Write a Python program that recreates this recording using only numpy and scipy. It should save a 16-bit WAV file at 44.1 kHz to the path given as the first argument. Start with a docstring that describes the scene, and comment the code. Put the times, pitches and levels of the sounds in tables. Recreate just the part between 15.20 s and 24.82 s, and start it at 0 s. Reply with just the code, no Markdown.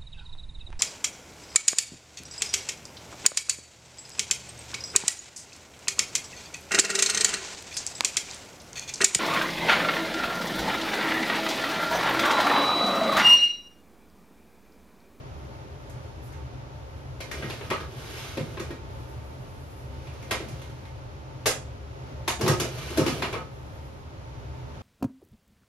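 """Baking trays on the wire racks of an open oven in a small kitchen, heard by two close microphone ports.
Fans and a fridge drone throughout as resonant noise, and clothes rustle now and then as crackling noise.
After a few faint knocks, bursts of knocks from about 2, 5 and 6 s, loudest at 6 to 8 s, clank the sheet metal
(noise and modes) and boom in the room (low, slow modes); a last faint knock comes near 9.5 s.
Amid the bursts trays drag on the racks: slip noise through tray and low room resonances."""
import sys
import numpy as np
from scipy import signal
from scipy.fft import rfft, irfft, next_fast_len
from scipy.io import wavfile
from scipy.ndimage import uniform_filter1d, map_coordinates

SR = 44100
rng = np.random.default_rng(int(sys.argv[2]) if len(sys.argv) > 2 else 0)


def waveform_to_disk(signal):
    """Save audio, clipped to [-1, 1], as 16-bit WAV at the path in sys.argv[1]."""
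    frames = np.transpose(np.atleast_2d(signal))
    scaled = np.clip(frames, -1, 1) * 32767
    samples = np.round(scaled).astype(np.int16)
    wavfile.write(sys.argv[1], SR, samples)


N = 424241
SIZE = next_fast_len(N + SR // 2)  # room for the echoes to die away
HZ = np.fft.rfftfreq(SIZE, 1 / SR)

# Modes of the sheet-metal tray. Each row: frequency in Hz, relative level in dB, t60 in seconds.
TRAY_MODES = [(894, -4.5, 0.11), (1065, -2.5, 0.059), (1151, -7.5, 0.068), (1270, -3.5, 0.07),
              (1493, 0, 0.026), (1630, -3.5, 0.039), (1710, -15, 0.065), (1886, -4, 0.057),
              (1968, -9, 0.06), (2140, 2, 0.043), (2100, -10, 0.029), (2375, 0, 0.049), (2430, -10, 0.084),
              (2610, -11, 0.093), (2960, -1.5, 0.028), (3600, -27, 0.06), (3880, -3.5, 0.07),
              (4370, -7, 0.068), (4900, -19, .1), (5300, -20, 0.093), (5500, -17, .1), (6200, -7.5, 0.064)]
# Low resonances of the room. 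Each row: frequency in Hz, width in Hz, relative level in dB.
ROOM_MODES = [(115, 9.7, 34), (145, 14.4, 32.5), (212.6, 7.4, 24), (251.3, 16, 22.5), (304, 23, 17.5),
              (348, 33, 24.5), (372, 44, 26.5), (420, 73, 27), (457, 18, 6), (524, 31, 21.5), (636, 56, 23),
              (738, 44, 15)]
# Spectrum of fine grit and cloth. Each row: frequency in Hz, relative density in dB per Hz.
FINE_CRACKLE = [(2500, -35), (6000, -1), (9000, 4), (11500, 1.5), (14500, -1)]


def amp(db):
    """Decibels to gain."""
    return 10 ** (np.asarray(db) / 20)


def evened(x):
    """Scales to rms 1."""
    return x / np.sqrt(np.mean(x ** 2, axis=-1, keepdims=True) + 1e-20)


def smooth_noise(samples, shape=N):
    """Random wandering at rms 1: noise averaged over some samples."""
    return evened(uniform_filter1d(rng.standard_normal(shape), samples))


def read(points, hz):
    """Reads a table on a nearly logarithmic frequency axis."""
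    f, value = np.transpose(points)
    return np.interp(np.log(hz + 30), np.log(f + 30), value)


def coloured(x, gain):
    """Filters by a gain on the spectrum, rms 1."""
    return evened(irfft(rfft(x, SIZE) * gain, SIZE)[..., :N])


def humps(peaks, hz):
    """Gain of resonance curves whose powers add over a floor of 1."""
    power = 1
    for f, width, db in peaks:
        power = power + amp(2 * db) / (1 + (2 * (hz - f) / width) ** 2)
    return np.sqrt(power)


def drone():
    """Fans and fridge: air noise through resonances, its level wandering slowly."""
    drone_db, swell_db = -39.5, .6
    # Air noise. Each row: frequency in Hz, relative density in dB per Hz.
    air_noise = [(20, -38), (45, -12), (100, -10), (155, -18.5), (172, -20), (300, -22), (700, -21),
                 (1360, -25.5), (1700, -30), (2600, -33), (5500, -40), (7000, -43), (8300, -50.5),
                 (10500, -51.5), (14500, -60.5)]
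    # Duct and room resonances. Each row: frequency in Hz, width in Hz, height in dB over the floor.
    duct_resonances = [(72.3, 8.4, 13.5), (127.8, 14.6, 14.5), (138, 4.4, 8), (255, 15, 5), (315, 54, 5.5),
                       (405, 14.3, 9), (537, 16.5, 8.5), (600, 5.3, 10), (894.6, 11, 10.5)]
    swell = amp(swell_db * smooth_noise(12000))
    colour = amp(read(air_noise, HZ)) * humps(duct_resonances, HZ)
    return amp(drone_db) * swell * coloured(rng.standard_normal((2, N)), colour)


def rustle():
    """Moving clothes: fine crackle from spiky noise, bunched into clumps."""
    fade_share = 0.16  # share of each move's length spent swelling, and again fading
    # Clothes moving. Each row: start in seconds, length in seconds, level in dB ahead of the room.
    cloth_moves = [(0, 1.3, -75), (1.018, 0.067, -60), (1.496, .6, -75), (3.605, 1.18, -66),
                   (8.26, 0.61, -71)]
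    clumps = amp(2 * smooth_noise(1500))
    t = np.arange(N) / SR
    moves = np.zeros(N)
    for s, length, db in cloth_moves:
        to_nearer_end = np.minimum(t - s, s + length - t)
        moves += amp(db) * np.clip(to_nearer_end / (fade_share * length), 0, 1)
    return moves * clumps * coloured(rng.laplace(size=N), amp(read(FINE_CRACKLE, HZ)))


def ring(hz, db, t60, centre_hz, focus_db, rise, t):
    """Modes near the knock's centre sound most, each with a random share; peak 1."""
    chatter_db, chatter_cycles = 3, 10  # loose contact breaks up every ring
    share, turn, detune = rng.standard_normal((len(hz), 3)).T[:, :, None]
    mode_db = db - focus_db * np.log2(hz / centre_hz) ** 2 + 2 * share
    level = amp(mode_db - 60 * t / t60) * (1 - np.exp(-t / rise))
    steps = rng.standard_normal((len(hz), 256))
    places = np.broadcast_arrays(np.arange(len(hz))[:, None], hz * t / chatter_cycles)
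    level = level * amp(chatter_db * map_coordinates(steps, places, order=1))
    waves = np.sin(2 * np.pi * hz * (1 + .006 * detune) * t + 2 * turn)
    modes = (level * waves).sum(0)
    return modes / abs(modes).max()


def clank(db, treble_db, centre_hz, ring_db):
    """Sheet metal struck: a noisy rattle of contacts and the ring of the tray's modes."""
    usual_db, usual_decay_s, longer_per_db = -30, 0.064, 0.08  # stronger knocks decay more slowly
    body_hz, body_rise_s, edge_rise_s = 1100, 0.014, 0.0027  # below body_hz the rattle swells more slowly
    t = np.arange(SR // 5) / SR
    decay_s = usual_decay_s * amp(longer_per_db * (db - usual_db))
    mids_db = -0.5 - 0.2965 * treble_db  # softer knocks have more mids
    colour = [(150, mids_db - 2.0), (450, mids_db + 10.0), (900, mids_db + 9.5),
              (1500, mids_db + 3.5), (2500, mids_db + 2.5), (4000, 0),
              (6500, treble_db), (11500, treble_db - 8.0), (14500, treble_db - 15)]
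    fall = amp(-60 * t / max(decay_s, .01))
    contacts = rfft(rng.standard_normal(len(t)) * fall)
    even = contacts / abs(contacts) * np.linalg.norm(fall)  # many tiny contacts leave no pitch of their own
    hz = np.fft.rfftfreq(len(t), 1 / SR)
    low = 1 / (1 + (hz / body_hz) ** 4)
    body, edge = irfft(even * amp(read(colour, hz)) * [low, 1 - low], len(t))
    swelling = body * (1 - np.exp(-t / body_rise_s)) + edge * (1 - np.exp(-t / edge_rise_s))
    rattle = amp(11) * np.sqrt(fall) * swelling  # a second, gentler fall on top of the first
    hz, mode_db, t60 = np.transpose(TRAY_MODES)[:, :, None]
    tray = ring(hz, mode_db, t60, centre_hz, focus_db=50, rise=.003, t=t)
    return amp(db) * (rattle + amp(ring_db) * tray)


def thud(db, centre_hz):
    """A low boom of the room, slow to build: its modes take a few cycles to rise."""
    focus_db, rise_cycles = 20, 3.2  # loss an octave from the centre; cycles to rise
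    sustain, longest_t60_s = 3.6, 0.16  # t60 = sustain / width for a wide mode, never above the longest
    hz, width, mode_db = np.transpose(ROOM_MODES)[:, :, None]
    t60 = 1 / (width / sustain + 1 / longest_t60_s)
    return amp(db) * ring(hz, mode_db, t60, centre_hz, focus_db, rise_cycles / hz, np.arange(SR // 4) / SR)


def stroke(tables, column):
    """Gain over time of the level plus, for column 1, the rumble's extra; each drag fades in and out."""
    t, gain = np.arange(N) / SR, np.zeros(N)
    for rows in tables:
        s, *db = np.transpose(rows)
        fade = np.interp(t, [s[0], s[0] + 0.0058, s[-1] - .05, s[-1]], [0, 1, 1, 0])
        gain += fade * amp(np.interp(t, s, db[0] + (db[column] if column else 0)))
    return gain


def drags():
    """One train of dense uneven slips excites the tray at two contact spots, and the low room resonances."""
    spot_spread_db, grip_db = 3.5, 8  # each contact spot favours other modes; the spots' grips wander
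    grit_db = -9.5  # fine grit over the scrape
    # Trays dragged on the rack, one list a drag. Each row: time in seconds, scrape in dB ahead of the room,
    # low rumble in dB over the scrape, ahead of the gain that all low sounds share.
    drag_strokes = [
        [(2.0, -59, 7), (2.07, -57.5, 3), (2.188, -47.5, 9), (2.436, -53, -5), (2.66, -57, 4.5), (2.8, -49, -1),
         (2.95, -44, -3.5), (3.08, -45.5, -9), (3.212, -53.5, 2.5), (3.524, -57.5, 8), (3.65, -80, -4)],
        [(4.7, -63.5, -19), (5.3, -55, 7), (5.8, -69.5, -35)],
        [(7.19, -41.5, 10), (7.284, -46, 17), (7.414, -49, 2), (7.694, -44, -2), (7.95, -42.5, 2),
         (8.206, -60, 17), (8.3, -79, -1)],
    ]
    # Scrape without the resonances. Each row: frequency in Hz, relative density in dB per Hz.
    scrape_colour = [(410, -40), (700, -2), (3500, -0.5), (6200, -6.5), (8000, -21), (14000, -41)]
    slips = rng.standard_normal(N) * amp(2.5 * np.minimum(rng.exponential(1, N), 4))
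    bumps = amp(2.1 * smooth_noise(400))
    spot_gains = []
    for extras in spot_spread_db * rng.standard_normal((2, len(TRAY_MODES))):
        # the resonances are wider than in a free ring
        peaks = [(hz, 5.3 / t60 + 60, db + extra) for (hz, db, t60), extra in zip(TRAY_MODES, extras)]
        spot_gains.append(amp(read(scrape_colour, HZ)) * humps(peaks, HZ))
    grip = amp(grip_db * smooth_noise(1500, (2, N)))
    grip = grip / np.linalg.norm(grip, axis=0)  # the total pressure stays
    scrape = evened((grip * coloured(slips, np.array(spot_gains))).sum(0))
    grit_gain = amp(read(FINE_CRACKLE, HZ))
    rumble_gain = (humps(ROOM_MODES, HZ) - 1) * (HZ > 80)
    grit, rumble = bumps * coloured(slips, np.array([grit_gain, rumble_gain]))
    tray = stroke(drag_strokes, column=0) * (bumps * scrape + amp(grit_db) * grit)
    return tray, stroke(drag_strokes, column=1) * rumble


def kitchen(x, direct_db):
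    """Spectra of the direct sound plus a dense echo tail, and of an unrelated tail as strong; bands die apart."""
    grain_hz, trend_hz = 45, 1500
    # Echoes of the room. Each row: frequency in Hz, t60 in seconds.
    echo_decay = [(150, 0.4), (400, 0.32), (1000, 0.28), (4500, 0.25), (8000, 0.29), (13000, 0.16)]
    hz, t, z = signal.stft(rng.standard_normal((2, SR * 2 // 5)), SR, nperseg=256)
    tail = signal.istft(z * amp(-60 * t / read(echo_decay, hz)[:, None]), SR, nperseg=256)[1]
    near, far = rfft(tail / np.linalg.norm(tail[0]), SIZE)
    paths = np.array([amp(direct_db) + near, np.sqrt(1 + amp(2 * direct_db)) * far])
    # dense echoes favour no band: even out the fine peaks, causally
    grain, trend = (uniform_filter1d(abs(paths) ** 2, round(w / HZ[1])) for w in (grain_hz, trend_hz))
    causal = np.r_[.5, np.ones(SIZE // 2 - 1)]
    flatten = irfft(np.log(abs(trend / grain)), SIZE)[:, :SIZE // 2] * causal
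    return rfft(x, SIZE) * paths * np.exp(rfft(flatten, SIZE))


def ports(left, other, table, turns):
    """The right port hears part of the left spectrum, phase-shifted, and part of an unrelated one."""
    # In the treble the port pair answers alike to every source. Each row: frequency in Hz,
    # likeness 0-1, phase by which left leads in radians, left-right balance in dB.
    treble_pair = [(6900, .33, 2.9, -1), (7600, .7, 3.15, -1), (8300, .82, 3.3, -1), (9000, .63, 3.8, -.5),
                   (9700, .58, 4.6, 0), (10400, .62, 5.6, 0), (11000, .98, 6.28, 0), (12500, 1, 6.28, 0),
                   (13100, .57, 7, 0), (13800, .5, 8.4, 0), (14500, .9, 9.3, 0)]
    treble = [(f, like, lead + 2 * np.pi * turns, db) for f, like, lead, db in treble_pair]
    hz, like, lead, balance_db = np.transpose(table + treble)
    same, lead = np.interp(HZ, hz, like), np.interp(HZ, hz, lead)
    tilt = amp(np.interp(HZ, hz, balance_db) / 2)
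    right = same * np.exp(-1j * lead) * left + np.sqrt(1 - same ** 2) * other
    return np.array([left * tilt, right / tilt])


def add(mix, s, sound):
    """Mixes a sound in at a time in seconds."""
    part = mix[..., round(s * SR):][..., :sound.shape[-1]]
    part += sound[..., :part.shape[-1]]


def scene():
    """Knocks, drags and rustle through the room and ports, over the drone."""
    drone_lag_s = .00033  # the drone reaches the left port later
    # Knocks ahead of the room. Each row: start in seconds, clank level in dB (the rattle has a further gain),
    # hardness as treble in dB, tray ring centre in Hz, ring in dB over the clank level,
    # thud in dB over the clank level ahead of the gain that all low sounds share, thud centre in Hz.
    knocks = [(0.6953, -54.5, 9.5, 1600, 6, -6, 127), (1.122, -55.5, 7, 1390, 4, -8, 137),
              (1.133, -56.5, -3, 1790, 11, -10, 136), (2.0033, -33.5, -4, 2370, -1, -3, 507),
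              (2.006, -45.5, -4, 4600, 8, -10, 121), (2.1126, -31.5, -3, 1940, 4.5, -11, 417),
              (2.2233, -35.5, -20, 1820, 8, 3, 215), (2.2977, -31, -6.5, 1150, -13, -5.5, 420),
              (2.408, -40, -27, 1510, 5, 7, 416), (2.5009, -27.5, -6, 2000, 3, -3, 222),
              (2.51, -29.5, -23, 1260, 10, 4.5, 416), (2.565, -42, -6, 1290, 6, 1, 130),
              (2.602, -36.5, -10, 1300, 0, 0, 500), (3.1711, -33, -5, 2130, 0.5, 9.5, 377),
              (3.178, -40, -13, 1310, -5, 7, 496), (3.205, -47.5, -15, 1300, -8, 21.5, 128),
              (3.3705, -38, -17, 1310, 5, 1.5, 387), (3.3958, -34, -3, 1730, 0.5, 7, 376),
              (3.5043, -41.5, -6, 1670, 4.5, 9.5, 393), (4.8695, -44, -11, 2310, 1, 3, 113),
              (5.0237, -49, 2, 2400, 5, -13, 127), (5.1087, -22, -3.5, 1980, 2, -10, 312),
              (5.12, -41, -14, 1550, -14, 15, 664), (5.1996, -38.5, -12, 1780, -6, 8.5, 410),
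              (5.25, -50, -12, 1500, -8, 13, 250), (5.2828, -45, 4, 2350, 1, -7, 280),
              (5.32, -56.5, -12, 1300, -8, 23, 130), (5.4151, -42, -2.5, 2030, -1, -18, 116),
              (5.6517, -47, -7, 2000, 3, -5, 110), (6.2573, -17, -2.5, 1360, -3.5, -8, 503),
              (6.266, -24, 7, 1330, -2, 3.5, 510), (7.0768, -19.5, -2, 1160, -6.5, -7.5, 387),
              (7.209, -26, -2, 1110, -3.5, 4.5, 326), (7.232, -37.5, -8, 880, -3, 12, 146),
              (7.2609, -26.5, -7, 880, -2, 8.5, 400), (7.2776, -20.5, 1, 1500, 2, -3.5, 145),
              (7.296, -37.5, -12, 1400, 8, 15.5, 142), (7.3103, -33, -15, 900, 6, 11, 370),
              (7.34, -55, -10, 1500, -6, 10, 400), (7.3976, -23.5, 1, 2600, 0, -2, 397),
              (7.416, -39.5, -4, 2300, 3, 15, 363), (7.4482, -38, -4, 1140, -6, 10.5, 534),
              (7.703, -38.5, 0, 1330, 2, 6.5, 440), (7.7722, -24.5, 0, 1570, -2, 8.5, 400),
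              (7.783, -35, -8, 875, 4, 23, 337), (7.795, -37.5, -12, 1280, 10, 16, 131),
              (7.81, -41.5, -10, 910, 9, 20, 535), (7.862, -24.5, -5, 2680, -6, 0, 340),
              (7.876, -27.5, -3.5, 1280, -3, 4, 226), (8.0202, -23.5, -10.5, 1370, 0, -23, 287),
              (8.028, -34, -13, 2400, -3, 7, 287), (8.126, -32.5, -6.5, 2300, 1, -15, 400),
              (8.1364, -35.5, -15, 1140, 6, 3.5, 604), (8.15, -40, -20, 1240, 14, 14, 584),
              (9.5402, -54, -15, 1340, -4, 8, 573)]
    # The port pair for the oven ahead. Each row: frequency in Hz, likeness 0-1,
    # phase by which left leads in radians, left-right balance in dB.
    oven_pair = [(0, .9, 0, 1), (150, .9, 0, 1), (350, .85, .1, 1), (1500, .5, .3, .5), (2400, .22, 0, 0),
                 (4200, .2, -.8, -2.5), (5500, .35, .3, -3)]
    # The port pair for the drone. Each row: frequency in Hz, likeness 0-1, left-right balance in dB.
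    drone_pair = [(0, .9, 1.5), (150, .85, .5), (350, .55, 0), (700, .27, -1), (1750, .36, 0),
                  (2400, .12, .5), (5500, .1, -2)]
    spots, lows = np.zeros((3, N)), np.zeros(N)  # neighbouring knocks land on different spots, with different echoes
    scrape, rumble = drags()
    for k, (s, db, *blow, thud_db, thud_hz) in enumerate(knocks):
        add(spots[k % len(spots)], s, clank(db, *blow))
        add(lows, s, thud(db + thud_db, thud_hz))
    spots[0] += scrape
    spots[1] += rustle()
    ahead = sum(kitchen(spot, direct_db=-2.5) for spot in spots)
    ahead = ahead + amp(-2.5) * kitchen(lows + rumble, direct_db=1)
    aside = [(hz, like, -2 * np.pi * hz * drone_lag_s, db) for hz, like, db in drone_pair]
    heard = ports(*ahead, oven_pair, turns=0)
    heard = heard + ports(*rfft(drone(), SIZE), aside, turns=-2)
    return irfft(heard, SIZE)[:, :N]


def record(dry):
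    """The recorder's band limit: a steep low-pass takes off the top treble."""
    edge_hz = 14550
    lowpass = signal.firwin(255, edge_hz, window=("kaiser", 9), fs=SR)
    return signal.oaconvolve(dry, lowpass[None], "same")


dry = scene()
out = record(dry)
waveform_to_disk(out)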